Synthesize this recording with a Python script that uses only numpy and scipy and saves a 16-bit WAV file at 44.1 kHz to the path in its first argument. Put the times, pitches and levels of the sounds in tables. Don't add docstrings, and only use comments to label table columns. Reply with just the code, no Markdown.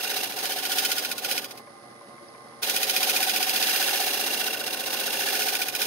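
import sys
import numpy as np
from scipy import signal
from scipy.fft import rfft, irfft, next_fast_len
from scipy.io import wavfile
from scipy.ndimage import map_coordinates

SR = 44100
rng = np.random.default_rng(int(sys.argv[2]) if len(sys.argv) > 2 else 0)


def wrap_up_sound(samples):
    columns = np.atleast_2d(samples).T
    tamed = np.clip(columns, -1, 1)
    steps = np.round(tamed * 32767).astype(np.int16)
    wavfile.write(sys.argv[1], SR, steps)


def undo_db(level):
    steps = np.asarray(level, float) / 20
    return 10 ** steps


N = 258426
FIRM_DB = -30
PROUD_FLOOR_DB = -20


def unit(x):
    return x / np.sqrt(np.mean(x ** 2) + 1e-20)


def along(points, hz):
    f, v = np.transpose(points)
    return np.interp(np.log(hz + 1), np.log(f + 1), v)


def wobble(rate_hz):
    knots = rng.standard_normal(int(N * rate_hz / SR) + 4)
    return map_coordinates(knots, [np.arange(N) * rate_hz / SR])


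def bumps(rows):
    t = np.arange(N) / SR
    return sum(db * np.exp(-.5 * ((t - s) / half_s) ** 2) for s, half_s, db in rows)


def filtered(x, response):
    m = next_fast_len(N + 8192)
    spectrum = rfft(x, m) * response(np.fft.rfftfreq(m, 1 / SR))
    return irfft(spectrum, m)[..., :N]


def mode(f, hz, width_hz):
    return 1j * f * width_hz / (hz * hz - f * f + 1j * f * width_hz)


def colour(spectrum, modes):
    def response(f):
        resonances = sum(undo_db(db) * mode(f, hz, width_hz) for hz, width_hz, db in modes)
        return undo_db(along(spectrum, f)) * (1 + resonances)
    return response


def steady(cycles):
    phase = 2 * np.pi * cycles
    return np.sqrt(2) * np.array([np.sin(phase), -np.cos(phase)])


def turns():
    # (time [s], turns done)
    spindle = [(-.008, 0), (.784, 12), (1.246, 19), (2.63, 40), (2.963, 45), (5.75, 87), (5.95, 90)]
    return np.interp(np.arange(N) / SR, *np.transpose(spindle))


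def grips(spread_turns, *places):
    angle = turns()
    out = 0
    for at, size in zip(places[::2], places[1::2]):
        offset = (angle - at + .5) % 1 - .5
        out = out + size * np.exp(-.5 * (offset / spread_turns) ** 2)
    return out


def surface(memory):
    per_turn = 2925
    keep = np.clip(memory, 0, .97)
    ridges = signal.lfilter([1], [1, -keep], rng.standard_normal((2, 92, per_turn)), axis=1)
    return unit(ridges.reshape(2, -1)[:, (turns() * per_turn).astype(int)])


def fibres(grain_db):
    return unit(undo_db(grain_db * wobble(700)) * rng.standard_normal((2, N)))


def hand():
    # (time [s], pressure as shaving level [dB], hard spot proud [dB])
    passes = [
        [(0, -31.5, -39), (.16, -30, -20.5), (.43, -31, -6), (.6, -35, -4.5), (.8, -29, -2), (1.05, -35, -2.5),
         (1.35, -31.5, -3), (1.48, -50, 3.5), (1.62, -64.5, 7.5)],
        [(2.87, -31, -1), (3.07, -27.5, -4.5), (3.45, -29.5, -5), (3.7, -26, -7), (4.15, -28, -14.5),
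         (4.4, -28.5, -42), (5.1, -30, -18), (5.32, -28.5, -8), (5.87, -29, -3.5)],
    ]
    # (time [s], half length [s], level [dB])
    eases = [
        (.33, 0.047, -8.5),
        (1.18, 0.048, -11),
        (4.6, 0.068, -5.5),
        (4.8, 0.072, -4),
        (5.58, 0.07, -3),
        (5.72, 0.049, -10.5),
    ]
    entry_s, rise_s, entry_db, lead_db = 2.617, .01, -29.5, -30
    first, second = map(list, passes)
    proud = second[0][2]
    entry = [(entry_s, entry_db + lead_db, proud), (entry_s + rise_s, entry_db, proud - 4)]
    t = np.arange(N) / SR
    strokes = []
    for stroke in (first, entry + second):
        s, db, _ = np.transpose(stroke)
        strokes.append(np.interp(t, s, db, -200, -200))
    s, _, proud_db = np.transpose(first + entry + second)
    ease_db = bumps(eases)
    return np.max(strokes, axis=0) + ease_db, ease_db, np.interp(t, s, proud_db)


def shaving():
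    # (frequency [Hz], width [Hz], level over the hiss [dB])
    steel = [(1834, 7.6, 1), (2540, 9.6, -24), (3000, 23, -4.5), (3324, 28, 4.5), (3520, 48, -0.5),
             (3740, 76, -5), (4040, 21, 4.5), (4900, 16, 4.5), (5030, 22, -4), (5395, 40, 1.5),
             (6160, 17, -5)]
    # (frequency [Hz], width [Hz], level over the rumble [dB])
    bed = [(287.6, 70, -7), (404, 14, 4.5), (438, 6.2, 6), (539.4, 22, 7.5), (611, 25, 1.5),
           (912, 56, -0.5)]
    # (frequency [Hz], level per Hz [dB])
    hiss_spectrum = [(530, -52), (900, -6.5), (991, -19), (1660, -5), (1990, -5.5), (2600, -6.5),
                     (2730, -4.5), (3110, -6.5), (6110, -7), (7490, -15), (9530, -8), (14000, -9.5),
                     (16000, -9.5)]
    # (frequency [Hz], level per Hz [dB])
    catch_spectrum = [(900, -24.5), (2000, 3), (2500, 4), (3200, 0.5), (5000, 4), (6500, 0), (7600, -5.5),
                      (10000, 1.5), (15500, -2)]
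    # (frequency [Hz], level per Hz [dB])
    rumble_spectrum = [(60, -38), (130, -23), (220, -2.5), (450, 1.5), (620, -3), (760, 2.5), (1100, -14),
                       (1600, -21.5)]
    side_grain = (.09, .32, .9, .66, 1, .85, .5)
    # (spread [turns], angle [turns], swell per lightness [dB/dB])
    proud_side = (.13, 0.87, 0.43)
    hard_spot = [
        (.02, .03, .9),
        (.1, .1, .8),
        (.08, .26, .25),
    ]
    catch_holds = 0.62
    hide_db, hide_share = -5, 0.5

    steady_db, ease_db, proud_db = hand()
    lightness_db = np.clip(-20.5 - steady_db, 0, 12)
    hidden = hide_share * np.clip(1.5 - proud_db / hide_db, 0, 1)
    swell_db = (2.0 + 0.6 * lightness_db) * (grips(*side_grain) - .6) * (1 - hidden)
    swell_db = swell_db + lightness_db * (grips(*proud_side) - .1)
    hiss = unit(filtered(fibres(grain_db=1.0), colour(hiss_spectrum, steel)))

    catch_db = steady_db - catch_holds * ease_db + proud_db
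    bite = sum(grips(*part) for part in hard_spot)
    scrape = bite * undo_db(.5 * wobble(15)) * fibres(grain_db=1)
    catch = unit(filtered(scrape, colour(catch_spectrum, steel)))

    depth_db = -40.5 + 0.36 * (steady_db - FIRM_DB)
    depth_db = depth_db + 0.29 * np.arange(N) / SR
    depth_db = depth_db - 0.065 * np.maximum(proud_db, PROUD_FLOOR_DB)
    rumble = unit(filtered(surface(memory=0.77), colour(rumble_spectrum, bed)))
    return undo_db(steady_db + 1.1 + swell_db) * hiss + undo_db(catch_db + 5.0) * catch + undo_db(depth_db - 0.5) * rumble


def chatter():
    # (level at usual pressure [dB], per pressure [dB/dB], per hard spot [dB/dB])
    laws = [(-41, 0.6, 0.2), (-41, 0.3, 0.7), (-43.5, 0.6, 0.34), (-46, 0.3, 0.36), (-49, 0.6, 0.03),
            (-36, 0.6, .7), (-48, 0.76, -0.45), (-34, 0.7, 1.05), (-36, 0.5, 2.5)]
    # (time [s], half length [s], level [dB])
    bowl_spells = [
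        [(.4, 0.27, 5), (3.42, .15, 6.5), (4.08, 0.13, 6), (5, 0.069, 0), (5.38, 0.13, 7)],
        [(.97, 0.25, 5), (3.65, 0.22, -3), (4.07, 0.071, 4), (5.68, 0.065, 1)],
        [(.02, 0.12, 10), (2.83, 0.14, -11), (3.3, 0.14, 3), (3.83, .08, 6), (4.52, 0.17, 13.5),
         (5, 0.15, 10.5), (5.6, .2, 8)],
        [(.45, 0.22, 4), (2.8, 0.15, -20), (3.9, 0.32, 10.5), (5.22, 0.17, 14.5)],
        [(2.8, 0.092, 3), (4, 0.14, 10.5), (4.3, 0.074, 5), (5.15, 0.11, 7)],
    ]
    # (time [s], half length [s], level [dB])
    tool_spells = [
        [(.02, 0.064, 11), (.6, .12, -19), (2.8, 0.088, 0.5), (3.12, 0.1, 5), (5.65, .12, 5)],
        [(2.83, 0.067, -11), (3.65, 0.27, 6.5), (4.45, 0.16, 2.5), (5.3, 0.094, 4)],
        [(.5, .06, 5.5), (.87, 0.085, 5.5), (1.3, 0.057, 3.5), (2.66, .06, -3), (3.95, .14, 3.5)],
        [(.5, 0.086, -17), (2.8, 0.071, 5), (3.3, 0.18, 12), (3.65, 0.13, 15.5)],
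    ]
    pressure_db, _, proud_db = hand()
    proud_db = np.maximum(proud_db, PROUD_FLOOR_DB)
    graze_db = 0.98 * np.minimum(pressure_db + 40, 0)
    levels = []
    for (db, follows, leans), spells in zip(laws, bowl_spells + tool_spells):
        level_db = db + follows * (pressure_db - FIRM_DB) + leans * proud_db
        levels.append(level_db + graze_db + bumps(spells))
    return levels


def ringing():
    # (frequency [Hz], width [Hz], level [dB], drive between grips [0-1], clean share [0-1])
    bowl_modes = [(754, 40, -.5, .05, .85), (1440, 40, -3, .05, .9), (1492, 40, -3, .05, .9),
                  (1705, 60, -4, .05, .8), (795, 50, -3, .05, .7)]
    # (frequency [Hz], width [Hz], level [dB], drive between grips [0-1], clean share [0-1])
    tool_modes = [(2465, 60, -1.5, .06, .92), (2768, 50, -1, .07, .95), (3080, 100, -5, .1, .7),
                  (4792, 100, -5, .1, .7)]
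    # (frequency [Hz], width [Hz], level [dB], drive between grips [0-1], clean share [0-1])
    rest_mode = (3890, 90, -8, .1, .5)
    mode_grips = [(.055, .68, 1, .87, .75, .22, .35), (.08, .09, 1, .4, .15, .9, .25),
                  (.045, .93, 1, .17, .35, .42, .2), (.035, .08, 1, .86, .85, .3, .45),
                  (.06, .6, 1, .24, .7, .88, .45), (.036, .065, 1, .3, .15, .62, .15),
                  (.05, .3, 1, .87, .75, .58, .1), (.035, .035, 1, .17, .5, .66, .22),
                  (.03, 0, 1, .1, .75, .66, .35)]
    rest_grip = (.05, .66, 1, .3, .25)
    waver = .004
    t = np.arange(N) / SR
    levels = chatter()
    levels.append(levels[-3])
    rows = bowl_modes + tool_modes + [rest_mode]
    out = 0
    for level_db, row, places in zip(levels, rows, mode_grips + [rest_grip]):
        hz, width_hz, db, between, clean = row
        ripple = steady(hz * t + waver * width_hz * wobble(25))
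        rough = unit(filtered(surface(memory=0.5), lambda f: mode(f, hz, width_hz)))
        share = np.clip(clean, .5, 1)
        tone = np.sqrt(share) * ripple + np.sqrt(1 - share) * rough
        grip = unit(np.clip(between, 0, .2) + grips(*places))
        out = out + undo_db(level_db + db + 0.33 * wobble(21.92)) * grip * tone
    return out


def motor():
    # (frequency [Hz], level per Hz [dB])
    idle = [(15, -61), (25, -33), (123, -8), (503, -9), (560, -12.5), (796, -5), (887, -8.5), (1190, -10.5),
            (1400, -10.5), (2110, -10.5), (2350, -21), (5280, -16), (7310, -28), (10100, -20.5),
            (12200, -33), (16000, -38)]
    # (frequency [Hz], width [Hz], level over the rush [dB])
    housing = [(233, 12, 10), (284, 30, 3), (350.5, 15, 11.5), (463, 57, 8), (567, 23, 17.5), (722, 10, 11),
               (792, 4.3, 10), (1065, 26, 14.5), (2046, 27, 4.5), (9400, 140, -17)]
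    # (frequency [Hz], level [dB rms])
    tones = [(125.3, -67), (1210, -60.5), (564, -62.5), (806, -64), (1990, -61), (5076, -80), (9945, -61),
             (10386, -75)]
    t = np.arange(N) / SR
    rush = unit(filtered(fibres(grain_db=2.0), colour(idle, housing)))
    out = undo_db(-47.5 + 0.44 * wobble(12)) * rush
    for hz, db in tones:
        out = out + undo_db(db + 0.11 * wobble(24)) * steady(hz * t + 0.015 * wobble(14))
    return out


def belt():
    # (time [s], knock level [dB], tick level [dB], tick frequency [Hz])
    knocks = [
        (1.672, -48, -44, 1800),
        (2.012, -46, -62, 1500),
        (2.18, -50, -40, 1700),
        (2.282, -60, -43, 5150),
        (2.348, -48, -44, 1900),
        (2.522, -48, -58, 1300),
        (3.018, -41, -60, 1500),
        (3.188, -41, -60, 1500),
        (4.943, -40, -60, 1500),
    ]
    # (frequency [Hz], level [dB], t60 [s])
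    pulley = [(582, 4, 0.047), (830, -25, .05), (1044, 10.5, 0.053), (1280, -32, .05), (1690, -1, .03),
              (2160, 8, 0.011)]
    t = np.arange(SR // 8) / SR
    out = np.zeros((2, N + SR))
    onset = 1 - np.exp(-t / 0.0016)
    ring = sum(undo_db(level_db - 60 * t / t60_s) * np.sin(2 * np.pi * hz * t) for hz, level_db, t60_s in pulley)
    for s, db, tick_db, tick_hz in knocks:
        cluster = sum(np.sin(2 * np.pi * (tick_hz + off_hz) * t) for off_hz in (-370, -130, 140, 420))
        tick = undo_db(-60 * t / .03) * cluster
        hit = (undo_db(db) * ring + undo_db(tick_db) * tick) * onset
        start = round(s * SR)
        out[:, start:start + len(t)] += hit * [[1], [.4]]
    return out[:, :N]


def scene():
    # (frequency [Hz], likeness [0-1])
    alike = [(30, .45), (130, .87), (300, .72), (640, .62), (1400, .4), (3000, .42), (7000, .28),
             (15000, .25)]
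    # (frequency [Hz], phase [rad])
    lead = [(0, 0), (780, -0.1), (1720, 1.6), (2500, 6.4), (3100, 7.9), (4220, 8.6), (5250, 3.8),
            (8100, -4.4), (9990, 3.3), (10800, 11.4), (12400, 12.5), (14000, 12.7), (15200, 2.0),
            (16500, -0.6)]
    # (frequency [Hz], level [dB])
    lean = [(60, 3), (110, -2), (200, 0), (380, -2.5), (700, 1), (1290, -5.5), (2380, -2), (4400, -7),
            (8120, 1.5), (15000, 1.0)]

    def spread(hz):
        half_angle = np.arccos(np.clip(along(alike, hz), -1, 1)) / 2
        return np.array([np.cos(half_angle), np.sin(half_angle)])

    def ports(hz):
        left = undo_db(along(lean, hz) / 2) * np.exp(.5j * along(lead, hz))
        return left ** np.array([[1], [-1]])

    mid, side = filtered(shaving() + ringing() + motor() + belt(), spread)
    return filtered(np.array([mid + side, mid - side]), ports)


def roll_off(x):
    return signal.sosfilt(signal.butter(12, 16970, fs=SR, output="sos"), x)


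def record(dry):
    top_hz, edge_hz = 15790, 110

    def band_limit(hz):
        return np.sin(np.pi / 2 * np.clip((top_hz - hz) / edge_hz, 0, 1)) ** 2

    mix = filtered(dry, band_limit)
    return roll_off(mix)


dry = scene()
out = record(dry)
wrap_up_sound(out)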